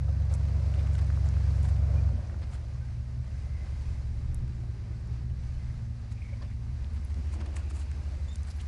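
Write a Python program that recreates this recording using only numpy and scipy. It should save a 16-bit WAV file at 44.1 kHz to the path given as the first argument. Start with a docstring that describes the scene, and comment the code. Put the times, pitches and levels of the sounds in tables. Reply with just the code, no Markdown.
"""Eight-cylinder pickup on a dirt lot

A lifted pickup pulls across gravel, lifts off to a hunting idle and backs up, some metres from the microphone.
Firing pulses alternate unevenly between two exhaust banks and, through pipe filters, give a loping rumble.
Shaped noise makes tyre hiss, dust, engine bay, gravel crunch, scrapes, murmur and a light wind;
short bursts and decaying sines make stones and rattles; sines make spring squeaks, tones near 12 kHz and hums.
"""
import sys
import numpy as np
from scipy import signal
from scipy.fft import rfft, irfft
from scipy.io import wavfile
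from scipy.ndimage import uniform_filter1d

SR = 44100
rng = np.random.default_rng(int(sys.argv[2]) if len(sys.argv) > 2 else 0)


def rack_gain(trim_db):
    """Turn a fader trim in dB into the linear factor to multiply a signal by."""
    fader = np.asarray(trim_db, float)
    return 10 ** (fader / 20)


def bounce(signal):
    """Save signal as a 16-bit WAV file at the path given by the first command-line argument."""
    frames = np.transpose(np.atleast_2d(signal))
    limited = np.clip(frames, -1, 1)
    pcm = np.round(limited * 32767).astype(np.int16)
    wavfile.write(sys.argv[1], SR, pcm)


N = 382523
TIME = np.arange(N) / SR

# tyre hiss, louder where they roll faster or over loose ground: start_s, hiss_rms_db
TYRE_ROLL = [(0, -58.5), (0.6, -57), (1.6, -55.5), (2.3, -59.5), (3.2, -62.5), (3.36, -59.5), (3.92, -59),
             (4.1, -61.5), (5.33, -63), (5.45, -60), (5.72, -60.5), (5.95, -62), (6.8, -61.5),
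             (7.55, -58.5), (8, -59), (8.5, -58), (8.67, -58)]


def colour(x, points):
    """Minimum-phase filter whose gain follows (hz, db) points."""
    size = 2 ** 16
    hz, db = np.transpose(points)
    grid_hz = np.maximum(np.arange(size // 2 + 1) * SR / size, 1)
    gain = rack_gain(np.interp(np.log(grid_hz), np.log(hz), db))
    cepstrum = irfft(np.log(gain))
    # fold onto positive time: causal response
    cepstrum[1:size // 2] *= 2
    cepstrum[size // 2 + 1:] = 0
    response = irfft(np.exp(rfft(cepstrum)))[:size // 2]
    return signal.fftconvolve(x, response)[:len(x)]


def unit(x):
    """Scale to rms 1."""
    return x / np.sqrt(np.mean(x ** 2))


def walk(rate_hz):
    """Random levels held 1 / rate_hz s, smoothed twice over that time."""
    hold = int(SR / rate_hz)
    steps = np.repeat(rng.standard_normal(N // hold + 1), hold)
    return 1.3 * uniform_filter1d(uniform_filter1d(steps, hold), hold)[:N]


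def curve(table):
    """Columns of a table joined by straight lines in time."""
    s, *columns = np.transpose(table)
    return [np.interp(TIME, s, c, left=c[0], right=c[-1]) for c in columns]


def heaps(table):
    """One gain line per dB column of (middle_s, length_ms, db, ..) rows: each row is a Gaussian swell."""
    total = 0
    for middle_s, length_ms, *dbs in table:
        swell = np.exp(-((TIME - middle_s) * 2000 / length_ms) ** 2)
        total = total + rack_gain(np.array(dbs))[:, None] * swell
    return total


def gritty(spread_db, share):
    """Noise in which a share of the samples stands out as grit."""
    excess = np.minimum(rng.exponential(size=N), 3) * (rng.random(N) < share)
    return rng.standard_normal(N) * rack_gain(spread_db * excess)


def band(hz, width_hz):
    """Noise in one resonance, rms 1."""
    return unit(signal.lfilter(*signal.iirpeak(hz, hz / width_hz, fs=SR), rng.standard_normal(N)))


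def loads():
    """Shares of pulling, idling and backing, which fade into each other as the driver lifts off and backs up."""
    lift_s, lift_fade_s = 2.21, 0.019
    back_s, back_fade_s = 6.82, 0.012
    lifted = 0.5 + 0.5 * np.tanh((TIME - lift_s) / lift_fade_s)
    backing = 0.5 + 0.5 * np.tanh((TIME - back_s) / back_fade_s)
    return np.array([1 - lifted, lifted - backing, backing])


def firing_rate():
    """Firings per second: eight in each engine cycle."""
    # engine speed: start_s, cycles_per_s
    engine_speed = [(0, 8.67), (0.8, 8.67), (1.4, 8.51), (1.9, 8.65), (2.06, 8.48), (2.36, 5.99),
                    (2.6, 5.26), (2.95, 4.89), (3.2, 5.12), (3.5, 5.67), (3.7, 5.59), (4.4, 5.2),
                    (4.85, 4.6), (5.3, 5.2), (5.6, 5.12), (6.1, 4.64), (6.53, 4.69), (7.03, 6.2),
                    (7.3, 6.4), (8.67, 5.93)]
    return 8 * curve(engine_speed)[0]


def engine():
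    """One pulse a firing; what the banks share and what they alternate leave through different pipe colours."""
    # firing strength: start_s, level_db
    throttle = [(0, -0.64), (2.05, 1.5), (2.17, -4), (2.3, 2.5), (2.5, -0.4), (3, 0.2), (4.3, 2),
                (4.8, -0.8), (5.3, 2), (5.8, -1.5), (6.7, 0.5), (7, 2), (8.67, -0.9)]
    # exhaust bank of each firing in the cycle, as a sign
    bank_signs = (1, -1, -1, 1, -1, 1, 1, -1)
    # strength of each firing in the cycle: level_db
    cylinder_db = [0.5, 0.9, -0.6, 0.3, -0.9, 0.6, -0.4, 0.8]
    # exhaust pipe gain, shared by both banks / bank difference: hz, pulling_both_db, pulling_difference_db,
    # idling_both_db, idling_difference_db, backing_both_db, backing_difference_db
    pipes = np.array([(15, -60, -76, -70, -80, -65, -77), (30, -48, -61, -55, -65, -50, -62),
                      (38, -43, -52, -50, -56, -49, -52), (45, -44, -47, -45, -56, -48, -54),
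                      (53, -44, -43, -50, -56, -47, -54), (60, -30, -40, -51, -40, -42, -45),
                      (68, -28.5, -36, -51, -37.5, -48, -35), (79, -31, -32, -49, -39, -49, -38),
                      (89, -32, -29.5, -47, -44, -46, -43), (98, -33, -33, -44, -54, -51, -50),
                      (106, -33, -40, -44, -50, -57, -55), (114, -35, -43, -40, -42, -56, -63),
                      (122, -36, -45, -39, -56, -54, -60), (130, -37, -46, -50, -64, -54, -62),
                      (140, -39, -55, -60, -70, -58, -67), (155, -62, -69, -69, -70, -69, -75),
                      (180, -70, -62, -73, -68, -81, -76), (210, -72, -71, -76, -70, -95, -70),
                      (232, -75, -58, -78, -72, -98, -71), (260, -78, -66, -80, -73, -100, -72),
                      (500, -90, -90, -90, -90, -90, -90), (2000, -150, -150, -150, -150, -150, -150)])
    # rows pulling, idling, backing: start_turn_cycles, difference_lag_s, pulse_sign, firing_scatter_db
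    load_states = [(0.087, 0.005, 1, 0.2), (0.987, 0.004, -1, 0.7), (0.658, 0.005, -1, 0.5)]
    # unequal pipe runs, a pattern over four firings; rows pulling, idling, backing: four strengths_db
    collector_db = [(2.4, -2.4, 2.4, 0.2), (1, -1.5, 0.5, 1.7), (2.7, -4.1, 1.7, 1.3)]
    # same pattern and rows: four latenesses_ms
    collector_ms = [(-0.57, 0.2, 0.51, -0.13), (0.11, -0.15, 0.04, 0), (-0.13, -0.73, 0.7, 0.16)]

    lead = SR // 2  # samples; the engine already runs before the first moment
    rate = firing_rate()
    count = np.cumsum(rate) / SR
    scatter = rng.standard_normal((int(count[-1]) + 9, 3)).T
    level_db = curve(throttle)[0]
    known_count = np.r_[-rate[0] * lead / SR, count]
    known_sample = np.arange(N + 1) + np.r_[0, np.full(N, lead - 1)]
    bank_scale = 8 / np.abs(np.fft.fft(bank_signs)[3])  # by the pattern's third harmonic
    rumble = 0
    for state, (share, (turn, lag_s, sign, scatter_db)) in enumerate(zip(loads(), load_states)):
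        firing = np.arange(-8, int(count[-1] + 8 * turn))
        spot = np.interp(firing - 8 * turn, known_count, known_sample).astype(int)
        at = np.maximum(spot - lead, 0)
        db = level_db[at] + np.take(cylinder_db, firing % 8) + scatter_db * scatter[state, firing]
        pulses = np.zeros(N + lead)
        pulses[spot] = sign * share[at] * rack_gain(db) * SR / rate[at] / np.sqrt(2)

        difference = np.zeros(N + SR)
        difference[spot + int(lag_s * SR)] = pulses[spot] * np.take(bank_signs, firing % 8) * bank_scale

        shared = np.zeros(N + SR)
        late_samples = np.take(collector_ms[state], firing % 4) * SR / 1000
        late_spot = np.maximum(spot + late_samples, 0).astype(int)
        shared[late_spot] = pulses[spot] * rack_gain(np.take(collector_db[state], firing % 4))

        rumble = rumble + colour(shared, pipes[:, [0, 1 + 2 * state]])[lead:lead + N]
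        rumble = rumble + colour(difference, pipes[:, [0, 2 + 2 * state]])[lead:lead + N]
    return rumble


def engine_bay():
    """Roar and growl: noise puffing with each firing and once a cycle."""
    # start_s, roar_rms_db, growl_rms_db
    bay_levels = [(0, -56.5, -68), (0.7, -53, -60.5), (1.3, -57.5, -64), (1.95, -50.5, -62.5),
                  (2.4, -58.5, -62), (2.95, -67.5, -77), (3.6, -62.5, -75.5), (4.4, -66.5, -64.5),
                  (5.2, -69.5, -65), (5.7, -72.5, -77), (6.6, -70, -80), (7.1, -64, -65), (7.3, -68, -61),
                  (7.41, -54, -52.5), (7.6, -65.5, -58), (8.2, -62.5, -68), (8.67, -79, -85)]
    # spectrum, relative: hz, db_per_hz
    roar_colour = [(250, -14), (380, -7), (460, -2.5), (570, 2), (640, -1), (700, -2), (780, -7.5),
                   (950, -12), (1500, -13.5), (3000, -68.5), (9000, -76)]
    # spectrum, relative: hz, db_per_hz
    growl_colour = [(230, -29.5), (290, -0.5), (330, -3.5), (400, -6.5), (480, -25.5), (1500, -80)]
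    phase = np.cumsum(firing_rate()) / SR
    firing_puff = np.exp(-(phase % 1) / 0.4)
    cycle_puff = np.exp(-((phase / 8 + 0.3) % 1) / 0.56)
    puff = 1.7 + firing_puff + cycle_puff
    roar_db, growl_db = curve(bay_levels)
    roar = unit(colour(puff * gritty(6, 0.01), roar_colour)) * rack_gain(roar_db + 0.7 * walk(22))
    growl = unit(colour(puff * rng.standard_normal(N), growl_colour)) * rack_gain(growl_db + 1.7 * walk(8.3))
    return roar + growl


def tyre_hiss():
    """Tyres on dirt: coloured gritty noise following the roll."""
    # spectrum, relative: hz, db_per_hz
    hiss_colour = [(200, -32), (330, 0), (500, -6.5), (800, -5), (1050, -7.5), (1230, -6.5), (1380, -13),
                   (1550, -7), (2200, -12), (2600, -13.5), (3000, -17), (3400, -18), (3900, -16.5),
                   (4900, -14.5), (5900, -18.5), (9000, -30.5), (12000, -30)]
    hiss_db = curve(TYRE_ROLL)[0]
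    return unit(colour(gritty(0.73, 0.023), hiss_colour)) * rack_gain(hiss_db + 1.14 * walk(13))


def thrown_dust():
    """Dust and sand thrown by the tyres: brighter noise that grows faster than the hiss."""
    # spectrum, relative: hz, db_per_hz
    dust_colour = [(1200, -28), (1800, -7), (2050, 6.5), (2350, 1), (3300, -8), (4500, -2.5), (6500, -4.5),
                   (8000, -6.5), (10200, -10.5), (12000, -19.5)]
    hiss_db = curve(TYRE_ROLL)[0]
    dust_db = -67.5 + 1.3 * (hiss_db + 58.5)  # -67.5 dB at a hiss of -58.5 dB
    return unit(colour(gritty(2.0, 0.039), dust_colour)) * rack_gain(dust_db + 1.5 * walk(9.1))


def tyre_rings():
    """Resonances of engine bay and tyres follow the hiss and flicker each alone."""
    # hz, width_hz, level_re_hiss_db
    resonances = [(558, 81, -16), (673, 100, -22.5), (1540, 90, -19), (2054, 90, -19.5), (2500, 110, -20.5),
                  (3956, 120, -21.5), (4610, 200, -22.5), (6090, 130, -23.5)]
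    hiss_db = curve(TYRE_ROLL)[0]
    return sum(band(hz, width_hz) * rack_gain(hiss_db + db + 2.5 * walk(9)) for hz, width_hz, db in resonances)


def crunches():
    """Swelling and fading heaps of grit; weak ones also come at random as the tyres roll."""
    # gravel crushed in a heap: middle_s, length_ms, bright_db, dull_db
    gravel_heaps = [(0.318, 20, -65, -59), (0.35, 14, -56.5, -60), (0.795, 47, -80, -60),
                    (0.941, 11, -59, -66), (0.954, 6.5, -59, -51), (0.99, 14, -63, -54),
                    (1.02, 18, -62, -57), (1.649, 37, -62, -57), (1.69, 16, -60.5, -55),
                    (2.43, 43, -75, -59), (2.54, 78, -64.5, -56), (6.12, 30, -65, -60),
                    (6.43, 24, -81, -58), (6.52, 32, -83, -70), (6.96, 58, -77, -60.5),
                    (7.34, 42, -60, -57.5), (7.412, 20, -66, -54), (7.567, 18, -52, -53.5),
                    (7.59, 26, -65, -59), (7.465, 30, -75, -58), (7.705, 15, -57, -60),
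                    (7.756, 37, -59, -57.5), (7.805, 58, -59, -58), (8.335, 20, -66, -66),
                    (8.48, 28, -61, -57), (8.51, 25, -66, -62), (8.612, 31, -63.5, -63)]
    bright, dull = heaps(gravel_heaps) * rack_gain([2.7 * walk(300), 2.6 * walk(200)])  # stones give way in fits
    weak_db = curve(TYRE_ROLL)[0] - 3 + 2.0 * np.minimum(rng.exponential(size=N), 2)
    weak = (rng.random(N) < 40 / SR) * rack_gain(weak_db)  # about 40 a second
    weak = signal.fftconvolve(weak, np.hanning(200))[:N]
    high_colour = [(1000, -47.0), (2500, -24.5), (4500, -6.0), (7500, 3.5), (10000, -1.5), (12000, -11.5)]
    low_colour = [(250, -23.5), (700, 10.5), (2000, 6.0), (3200, 0.5), (5000, -1.0), (9000, -42)]
    high = unit(colour(gritty(3.8, 0.01), high_colour))
    low = unit(colour(gritty(3.65, 0.02), low_colour))
    return (bright + 0.28 * weak) * high + (dull + weak) * low


def rattles():
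    """Loose pebbles and panels ring for a few ms at scattered pitches, louder as the tyres roll faster."""
    per_s, low_hz, octaves = 70, 449.6, 4.2
    weakest_re_hiss_db, spread_db, loss_db_per_octave = -5, 8.5, 2.2  # weakest: at low_hz
    out = np.zeros(N + SR)
    hiss_db = curve(TYRE_ROLL)[0]
    t = TIME[:1500]
    for when, pitch, size, ring in rng.random((int(per_s * N / SR), 4)):
        start = int(when * N)
        up_octaves = octaves * pitch
        hz = low_hz * 2 ** up_octaves
        decay_ms = 11.0 * (0.5 + ring)
        db = hiss_db[start] + weakest_re_hiss_db - loss_db_per_octave * up_octaves + spread_db * size
        out[start:start + len(t)] += rack_gain(db) * np.exp(-t * 1000 / decay_ms) * np.sin(2 * np.pi * hz * t)
    return out[:N]


def stones():
    """Each stone snaps as a sudden burst that dies in a few ms, about an octave wide around its pitch."""
    # stones snapping under the tyres: start_s, peak_db, pitch_hz, burst_decay_ms
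    snaps = [(0.082, -48, 1100, 2), (0.298, -48, 4300, 1.5), (0.3275, -43, 8800, 1.5),
             (0.3393, -31.5, 7450, 1.2), (0.341, -46, 4500, 2), (0.346, -44, 10500, 1.5),
             (0.74, -48, 7000, 1), (0.872, -50, 8000, 1.5), (0.934, -47, 7800, 2), (0.952, -41, 2700, 3),
             (0.982, -46, 8500, 2), (0.991, -46, 4300, 2), (0.74, -38.5, 2420, 1.3), (0.76, -46, 1700, 2),
             (0.793, -46, 3000, 2), (0.81, -47, 2200, 2), (0.871, -43, 2200, 2.2), (0.935, -52, 1430, 2),
             (0.9816, -41.5, 1900, 3), (1.013, -52, 6800, 1.5), (1.045, -47, 6700, 1.5),
             (1.068, -51, 9000, 2), (1.102, -35.5, 1610, 2.4), (1.1738, -39, 1200, 1.8),
             (1.289, -37, 6240, 0.82), (1.368, -40, 1190, 5), (1.630, -43, 8000, 2.2), (2.09, -43, 900, 4),
             (2.2973, -42, 1500, 3), (2.344, -45, 1390, 4.3), (2.43, -46, 1600, 2), (2.533, -50, 1500, 2),
             (2.548, -51, 2500, 2), (2.888, -49, 1760, 2.5), (4.3456, -30.5, 9900, 0.3),
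             (4.479, -51, 7000, 1.2), (5.074, -58, 7500, 1.2), (6.845, -43, 3260, 1.1),
             (7.143, -46, 5000, 1.4), (7.461, -45, 8000, 2), (7.5433, -51, 8500, 1.5),
             (7.567, -37, 1900, 2.5), (7.58, -48, 2600, 1.5), (7.66, -53, 9000, 1.23), (7.39, -46, 700, 4),
             (7.412, -45, 1300, 3), (7.424, -46, 1100, 3), (7.545, -47, 800, 3), (7.574, -44, 1000, 4),
             (7.596, -49, 900, 3), (7.71, -43, 1000, 3), (7.716, -49, 5500, 2), (8.358, -42, 4300, 2),
             (7.9162, -40.5, 2030, 1.3), (7.9149, -43, 7060, 1.1), (8.122, -56, 8500, 1.2),
             (8.247, -52, 4500, 2), (8.383, -49, 6500, 2), (8.357, -34.5, 7700, 2.3),
             (8.432, -44, 7500, 2.6)]
    out = np.zeros(N)
    t = TIME[:1000]
    noises = rng.standard_normal((len(snaps), len(t)))
    for (start_s, peak_db, hz, decay_ms), noise in zip(snaps, noises):
        click = 1.1 * SR / hz * (t == 0)
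        burst = (np.sign(noise) + click) * np.exp(-t * 1000 / max(decay_ms, 0.2))
        edges_hz = [hz / 1.41, min(hz * 1.3, 0.4 * SR)]
        snap = signal.sosfilt(signal.butter(3, edges_hz, "band", fs=SR, output="sos"), burst)
        start = int(start_s * SR)
        out[start:start + len(t)] += rack_gain(peak_db) * snap / np.abs(snap).max()
    return out


def squeaks_and_mirrored_tones():
    """Unsteady tones, stuttering more the longer they last: squeaks of springs and body, and mirrored tones."""
    # start_s, length_s, start_hz, end_hz, level_db
    # rows starting above 11 kHz are no squeaks: the recorder folds the 10 kHz squeaks back near 12 kHz
    unsteady_tones = [(1.96, 0.044, 2410, 2440, -54), (2.808, 0.041, 1540, 1550, -62),
                      (6.218, 0.0075, 2420, 2480, -50), (6.214, 0.016, 2190, 2150, -55),
                      (6.215, 0.031, 625, 604, -62), (6.327, 0.017, 2310, 2220, -52.5),
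                      (6.321, 0.022, 567, 546, -50.5), (6.412, 0.014, 1050, 1060, -51.5),
                      (6.419, 0.022, 1760, 1760, -57), (6.9, 0.056, 340, 547, -62.5),
                      (7.048, 0.0025, 10800, 10000, -49), (8.275, 0.034, 3460, 3590, -58),
                      (8.3, 0.04, 3630, 3610, -55), (8.335, 0.025, 3570, 3600, -63),
                      (8.28, 0.03, 6850, 6880, -62), (8.31, 0.054, 7250, 7300, -65),
                      (6.928, 0.035, 10150, 10150, -73), (8.493, 0.03, 10200, 10100, -62),
                      (8.497, 0.025, 11900, 11900, -60), (8.552, 0.03, 9800, 10700, -67),
                      (8.562, 0.022, 12000, 11400, -63)]
    out = np.zeros(N)
    wobble = walk(170)
    for start_s, length_s, start_hz, end_hz, db in unsteady_tones:
        start, n = int(start_s * SR), int(length_s * SR)
        unsteady = wobble[start:start + n]
        hz = np.linspace(start_hz, end_hz, n) * (1 + 0.004 * unsteady)
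        tone = np.sin(2 * np.pi * np.cumsum(hz) / SR)
        stutter_db = min(2, 15 * length_s) * unsteady
        out[start:start + n] += rack_gain(db + stutter_db) * signal.windows.tukey(n, 0.6) * tone
    return out


def scrapes():
    """Rough scrapes and short drones of springs and body: swells of noise in one resonance."""
    # middle_s, length_ms, hz, width_hz, level_db
    scrape_bands = [(0.09, 16, 670, 110, -47.5), (0.332, 30, 850, 360, -54), (1.51, 9.1, 4200, 400, -57),
                    (6.44, 50, 580, 120, -57), (4.81, 1100, 335, 65, -64), (7.61, 830, 2550, 350, -65.5),
                    (7.95, 500, 290, 14, -63.5), (7.4, 110, 316, 16, -55), (9, 250, 378, 13, -66),
                    (7.18, 60, 225, 35, -50), (4.85, 90, 2150, 120, -69), (5.68, 170, 2050, 110, -67),
                    (6.2, 40, 760, 40, -69), (6.255, 30, 2180, 150, -61), (6.45, 60, 2500, 490, -65),
                    (6.375, 30, 610, 100, -63), (7.6, 33, 1500, 820, -63), (7.415, 33, 900, 380, -55),
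                    (7.568, 9, 2100, 700, -50), (7.95, 190, 125, 4.8, -46), (0.198, 15, 600, 150, -60),
                    (0.665, 8, 4100, 500, -60), (0.795, 27, 3000, 900, -58), (1.265, 22, 560, 100, -48),
                    (1.65, 40, 960, 120, -53.5), (3.58, 380, 2050, 70, -65.5), (4.92, 700, 385, 20, -67.5),
                    (4.32, 260, 210, 80, -57), (1.27, 40, 7300, 400, -65), (3.345, 60, 1570, 60, -65),
                    (6.18, 27, 2500, 200, -64), (6.22, 82, 2300, 270, -68), (6.28, 150, 2190, 140, -63.5),
                    (6.295, 30, 2120, 150, -62), (6.52, 40, 2140, 240, -63), (6.425, 20, 4800, 400, -61),
                    (8.29, 22, 7200, 400, -66), (8.51, 22, 4800, 1100, -55), (8.607, 21, 3000, 740, -54.5)]
    return sum(band(hz, width_hz) * heaps([(middle_s, length_ms, db)])[0]
               for middle_s, length_ms, hz, width_hz, db in scrape_bands)


def hums():
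    """Faint steady or gliding sines from the drivetrain."""
    # one list a hum: start_s, pitch_hz, rms_db
    hum_tracks = [
        [(3.1, 153, -68), (3.5, 153, -58), (4.3, 153, -56), (5.6, 153, -56), (5.9, 153, -70)],
        [(4.2, 164, -70), (4.45, 166, -56), (5.1, 171, -56), (5.7, 177, -60), (6.0, 180, -70)],
        [(5.4, 226, -74), (5.8, 232, -62), (6.6, 250, -62), (7.2, 252, -64), (7.5, 252, -74)],
    ]
    out = 0
    for track in hum_tracks:
        hz, db = curve(track)
        out = out + np.sqrt(2) * rack_gain(db) * np.sin(2 * np.pi * np.cumsum(hz) / SR)
    return out


def murmur():
    """Low noise set by the engine load, with thumps of the body over ruts swelling in it."""
    # spectrum, relative: hz, db_per_hz
    murmur_colour = [(40, -34), (70, 5.5), (120, 8), (150, 3), (190, -3), (235, -0.5), (270, -16),
                     (350, -26), (500, -47), (1500, -59.5)]
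    # mean level pulling, idling, backing: level_db
    load_db = [-44.5, -47, -48]
    # thumps: middle_s, length_ms, level_db
    rut_thumps = [(2.15, 97, -44), (4.46, 88, -46), (6.33, 19, -52), (6.97, 87, -54), (7.182, 30, -42),
                  (7.41, 50, -45.5)]
    low_noise = unit(colour(rng.standard_normal(N), murmur_colour))
    return low_noise * (rack_gain(load_db @ loads() + 0.6 * walk(4)) + heaps(rut_thumps)[0])


def wind():
    """Light wind on the microphone: deep noise over a steady floor, with gusts and slow flutter."""
    # middle_s, length_ms, level_db
    gusts = [(3.9, 230, -47), (4.3, 420, -41), (5.3, 440, -45), (5.7, 320, -44), (6.75, 350, -47),
             (8.1, 330, -49)]
    floor_db = -59
    wind_colour = [(8, -20), (22, 0), (36, -2), (60, -14), (100, -32), (400, -90)]
    deep_noise = unit(colour(rng.standard_normal(N), wind_colour))
    return deep_noise * (rack_gain(floor_db) + heaps(gusts)[0]) * rack_gain(1.8 * walk(5.0))


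def scene():
    """All sources reach the single microphone in the open air."""
    vehicle = engine() + engine_bay()
    ground = tyre_hiss() + thrown_dust() + tyre_rings() + crunches() + rattles() + stones()
    tones_and_scrapes = squeaks_and_mirrored_tones() + scrapes() + hums()
    return (vehicle + ground + tones_and_scrapes + murmur() + wind())[None]


def low_pass(x):
    """Removes everything above the highest recorded frequency."""
    return signal.sosfilt(signal.butter(12, 12240, fs=SR, output="sos"), x)


def record(dry):
    """The camera rolls off the treble steeply above 10 kHz."""
    pad = 64  # samples
    treble_loss = [(20, 0), (10000, 0), (10800, -3), (11500, -10), (12200, -22), (13000, -45), (22050, -70)]
    dull = colour(np.pad(dry[0], (pad, 0), "edge"), treble_loss)[pad:]
    return low_pass(dull[None])


dry = scene()
out = record(dry)
bounce(out)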